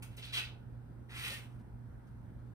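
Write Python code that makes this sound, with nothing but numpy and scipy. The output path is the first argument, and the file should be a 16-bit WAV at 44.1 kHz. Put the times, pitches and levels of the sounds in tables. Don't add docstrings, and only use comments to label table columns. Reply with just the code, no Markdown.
import sys
import numpy as np
from scipy import signal
from scipy.fft import rfft, irfft, next_fast_len
from scipy.io import wavfile
from scipy.ndimage import uniform_filter1d

SR = 44100
rng = np.random.default_rng(int(sys.argv[2]) if len(sys.argv) > 2 else 0)


def transcribe(signal):
    frames = np.atleast_2d(signal).T
    limited = np.clip(frames, -1, 1)
    pcm = np.round(limited * 32767).astype(np.int16)
    wavfile.write(sys.argv[1], SR, pcm)


def voltage_ratio(decibels):
    exponent = np.asarray(decibels, float) / 20
    return 10 ** exponent


N = 112014


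def evened(x):
    return x / np.sqrt(np.mean(x ** 2) + 1e-20)


def read(points, hz):
    f, value = np.transpose(points)
    return np.interp(np.log(hz + 1), np.log(f + 1), value)


def coloured(x, points):
    hz = np.fft.rfftfreq(x.shape[-1], 1 / SR)
    ended = [(0.0046, -109)] + list(points) + [(SR / 2, -60)]
    return evened(irfft(rfft(x) * voltage_ratio(read(ended, hz)), x.shape[-1]))


def resonate(x, hz, width_hz):
    turn = np.exp(2j * np.pi * np.cumsum(hz * np.ones(N)) / SR)
    r = np.exp(-np.pi * width_hz / SR)
    return 2 * (turn * signal.lfilter([1 - r], [1, -r], x / turn + 1e-18)).real


def resonate_twice(x, hz, width_hz):
    return evened(resonate(resonate(x, hz, width_hz), hz, width_hz))


def stroke(start_s, length_s, release_s):
    t = np.arange(N) / SR - start_s
    rise_s = 0.0024 + 0.28 * length_s
    return np.clip(t / rise_s, 0, 1) * np.exp(-np.maximum(t - length_s, 0) / release_s)


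# pitch_hz, level_db, unsteadiness_hz, steady_share
HUM_PARTIALS = [
    (120, 3, 2.2, 0.91),
    (60.9, -13, 12, .2),
    (241, -16, 6.3, .4),
]
# time_s, level_db
HUM_SWELL = [(0.0, -49), (0.05, -51), (0.13, -50.5), (0.54, -51), (0.57, -54.5), (0.79, -47.5),
             (0.84, -52.5), (1.61, -49), (1.65, -67), (1.68, -52.5), (1.85, -48.5), (1.92, -56),
             (2.21, -50), (2.24, -55.5), (2.48, -48.5), (2.54, -55)]


def hum():
    t = np.arange(N) / SR
    tones = np.zeros(N)
    for hz, db, width_hz, steady in HUM_PARTIALS:
        sine = np.sqrt(2) * np.sin(2 * np.pi * hz * t)
        wavering = resonate_twice(rng.standard_normal(N), hz, width_hz)
        tones += voltage_ratio(db) * (steady * sine + (1 - steady) * wavering)
    return voltage_ratio(np.interp(t, *np.transpose(HUM_SWELL))) * tones


# freq_hz, density_db_per_hz
AIR_SPECTRUM = [(150, 1), (300, -2.5), (600, -11.5), (900, -9.5), (1150, -17.5), (1450, -12), (2100, -26),
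                (2900, -44)]
# freq_hz, density_db_per_hz
RUMBLE_SPECTRUM = [(22, -36), (36, -14.5), (55, 6.5), (78, 1.5), (100, 5), (160, -1.5), (240, -3.5),
                   (330, -17)]


def air():
    air_db, rumble_db, patchy_db = -62.5, -53, 1.31
    wash = voltage_ratio(air_db) * coloured(rng.standard_normal((2, N + 2048)), AIR_SPECTRUM)
    wash = wash + voltage_ratio(rumble_db) * coloured(rng.standard_normal((2, N + 2048)), RUMBLE_SPECTRUM)
    z = signal.stft(wash, nperseg=1024, noverlap=768)[2]
    patches = uniform_filter1d(rng.standard_normal(z.shape[1:]), size=10, axis=0)
    patches = uniform_filter1d(patches, size=14, axis=1)
    drifting = signal.istft(z * voltage_ratio(patchy_db * evened(patches)), nperseg=1024, noverlap=768)[1]
    return drifting[:, 1024:][:, :N]


# freq_hz, density_db_per_hz
HISS_SPECTRUM = [(1500, -17), (3000, -16), (5000, -15), (7000, 0), (10000, 7), (14000, 5.5), (15600, 5),
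                 (16300, -32)]


def hiss():
    hiss_db = -88
    return voltage_ratio(hiss_db) * coloured(rng.standard_normal((2, N)), HISS_SPECTRUM)


def clicks(rate_per_s, spread_db):
    size = voltage_ratio(spread_db * np.minimum(rng.exponential(1, N), 4))
    size = size * rng.choice([-1., 1.], N)
    return evened(size * (rng.random(N) < rate_per_s / SR))


# start_s, drag_s, crunch_db, crunch_centre_hz, tinkle_db
STROKES = [(0.021, 0.011, -54.5, 2220, -53), (0.097, 0.056, -72.5, 2300, -79),
           (.166, 0.0027, -78, 2230, -55), (0.169, 0.027, -55, 2900, -64), (0.214, .04, -51.5, 3330, -76),
           (0.245, 0.012, -68, 3700, -60), (0.257, 0.051, -57, 3570, -74), (0.321, 0.058, -40, 3300, -51),
           (0.366, 0.032, -41, 2520, -55), (.42, 0.035, -53.5, 3400, -84), (1.086, 0.078, -56.5, 1770, -67),
           (1.133, 0.15, -49, 2350, -54.5), (1.23, 0.056, -45, 2320, -52.5),
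           (1.289, 0.054, -49.5, 2690, -52), (1.333, 0.056, -56.5, 2270, -59.5),
           (1.413, 0.036, -70.5, 2600, -70.5), (1.47, 0.094, -86, 2600, -81.5),
           (2.065, .01, -85, 5000, -80)]
# pitch_hz, width_hz, level_db
TRAY_WALLS = [(1000, 120, -8), (1500, 160, -6), (2100, 250, -6), (2600, 200, -4), (3200, 300, -1),
              (3850, 250, -2)]
# freq_hz, density_db_per_hz
CRUNCH_SKIRT = [(300, -36), (700, -16.5), (1200, -1.5), (3000, 10.5), (4500, 4), (8000, -11.5)]
# freq_hz, density_db_per_hz
TINKLE_SPECTRUM = [(3000, -30), (5500, -1.5), (9000, -1), (12500, -3), (14500, -5.5), (15600, -7),
                   (16200, -49)]


def litter():
    crunch_per_s, crunch_spread_db = 2500, 2
    tinkle_per_s, tinkle_spread_db = 5000, -8
    width_hz, skirt_db, tray_db = 2010, -2.5, -15
    shapes = np.array([stroke(row[0], row[1], 0.012) ** 2 for row in STROKES])
    crunch_db, centre_hz, tinkle_db = np.transpose(STROKES)[2:]

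    power = voltage_ratio(2 * crunch_db) @ shapes + 1e-16
    hz = ((voltage_ratio(2 * crunch_db) * centre_hz) @ shapes + 1e-16 * centre_hz.mean()) / power
    hump = resonate_twice(clicks(crunch_per_s, crunch_spread_db), hz, width_hz)
    skirt = coloured(clicks(crunch_per_s, crunch_spread_db), CRUNCH_SKIRT)
    crunch = np.sqrt(power) * (hump + voltage_ratio(skirt_db) * skirt)

    walls = np.zeros(N)
    for wall_hz, wall_width_hz, db in TRAY_WALLS:
        bandwidth_gain = np.sqrt(width_hz / wall_width_hz)
        walls += voltage_ratio(db) * resonate(crunch, wall_hz, wall_width_hz) * bandwidth_gain

    tinkle = coloured(clicks(tinkle_per_s, tinkle_spread_db), TINKLE_SPECTRUM)
    tinkle = np.sqrt(voltage_ratio(2 * tinkle_db) @ shapes) * tinkle
    return crunch + voltage_ratio(tray_db) * walls + tinkle


# start_s, length_s, level_db, pitch_hz
KNOCKS = [
    (0.022, 0.028, -62.5, 800),
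    (0.17, 0.031, -63, 384),
    (1.3, 0.022, -54.5, 550),
    (2.456, 0.022, -71, 210),
    (2.385, .02, -72, 1370),
    (1.585, .03, -62, 233),
]


def knocks():
    out = np.zeros(N)
    for start_s, length_s, db, hz in KNOCKS:
        ring = evened(resonate(rng.standard_normal(N), hz, 140))
        out += voltage_ratio(db) * stroke(start_s, length_s, 0.0081) * ring
    return out


# freq_hz, t60_s
ROOM_T60 = [(500, 1), (1500, 0.34), (4000, 0.29), (10000, 0.25)]


def room(x):
    taps = np.zeros((2, SR // 2))
    at = np.arange(60, SR // 2 - 20, 20)
    at = at + rng.integers(0, 20, (2, len(at)))
    np.put_along_axis(taps, at, rng.choice([-1., 1.], at.shape), 1)
    hz, t, z = signal.stft(taps, SR, nperseg=256)
    decay = voltage_ratio(-60 * t / read(ROOM_T60, hz)[:, None])
    tail = signal.istft(z * decay, SR, nperseg=256)[1]
    return signal.fftconvolve(x[None], tail / np.linalg.norm(tail[0]), axes=1)[:, :N]


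# start_s, level_db, ring_hz
TICKS = [(0.0243, -36, 9700), (0.031, -39, 9800), (.166, -44, 12600), (.244, -42, 9000),
         (0.3378, -33, 3200), (.345, -24, 2940), (.3505, -28.5, 3330), (.356, -29.5, 3120),
         (.382, -27, 2600), (0.46, -35, 3550), (1.267, -30, 2300), (1.305, -22, 4050), (1.35, -34, 2430),
         (2.074, -67, 6000), (2.083, -62, 5000)]


def ticks():
    damping_per_cycle = 0.67
    out = np.zeros(N)
    for start_s, db, hz in TICKS:
        cycles = hz * np.maximum(np.arange(N) / SR - start_s, 0)
        envelope = np.minimum(cycles, 1) * np.exp(-damping_per_cycle * cycles)
        out += voltage_ratio(db) * envelope * np.sin(2 * np.pi * cycles)
    return out


# start_s, length_s, level_db, pitch_hz
SQUEAKS = [
    (0.38, 0.06, -47, 2590),
    (.255, .04, -65, 2600),
    (.33, 0.038, -43, 3290),
    (0.29, 0.026, -67.5, 1485),
    (.36, 0.024, -55.5, 1005),
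    (1.18, 0.043, -55.5, 1984),
    (1.2, 0.029, -58, 2395),
    (1.312, .052, -50.5, 1840),
]


def claws():
    out = np.zeros(N)
    for start_s, length_s, db, hz in SQUEAKS:
        waver = 1 + 0.011 * evened(uniform_filter1d(rng.standard_normal(N), size=300))
        whistle = np.sqrt(2) * np.sin(2 * np.pi * np.cumsum(hz * waver) / SR)
        out += voltage_ratio(db) * stroke(start_s, length_s, 0.0039) * whistle
    return out


def scene():
    direct_db, room_db, tones_to_room_db = -2, -3, -14
    left_lag_samples = 7
    grains = litter() + ticks()
    tones = claws() + knocks()
    direct = np.array([np.roll(grains, left_lag_samples), grains]) + tones
    wet = voltage_ratio(room_db) * room(grains + voltage_ratio(tones_to_room_db) * tones)
    return voltage_ratio(direct_db) * direct + wet + air() + hum()


# freq_hz, share_0_to_1
PORT_LIKENESS = [(60, 0.9), (130, .96), (300, 0.46), (600, 0.083), (3000, 0.3), (6000, 0.12), (7500, 1),
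                 (9000, 1)]
# freq_hz, left_minus_right_db
PORT_BALANCE = [(30, 11), (120, -7.5), (300, 0.5), (500, 1), (2000, -0.56), (6000, -3), (8000, 1.5),
                (16000, 0)]
# freq_hz, phase_rad
PORT_PHASE = [(40, 0.3), (120, -0.26), (400, 0.23), (2500, 1.69), (6000, -0.15)]


def ports(x):
    lag_s = 9.48 / SR
    size = next_fast_len(N + 4096)
    hz = np.fft.rfftfreq(size, 1 / SR)
    left, right = rfft(np.pad(x, ((0, 0), (0, size - N)), "reflect"))
    same = np.clip(read(PORT_LIKENESS, hz), 0, .9999)
    shared = right * np.exp(1j * (read(PORT_PHASE, hz) - 2 * np.pi * hz * lag_s))
    left = (same * shared + np.sqrt(1 - same ** 2) * left) * voltage_ratio(read(PORT_BALANCE, hz))
    return irfft(np.array([left, right]), size)[:, :N]


def band_limit(x):
    return signal.sosfilt(signal.butter(12, 16450, fs=SR, output="sos"), x)


def record(dry):
    fade_s = .006
    ramp = np.clip((N - 1 - np.arange(N)) / (fade_s * SR), 0, 1)
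    ending = np.sin(np.pi / 2 * ramp) ** 2
    mix = ports(dry + hiss()) * ending
    return band_limit(mix)


dry = scene()
out = record(dry)
transcribe(out)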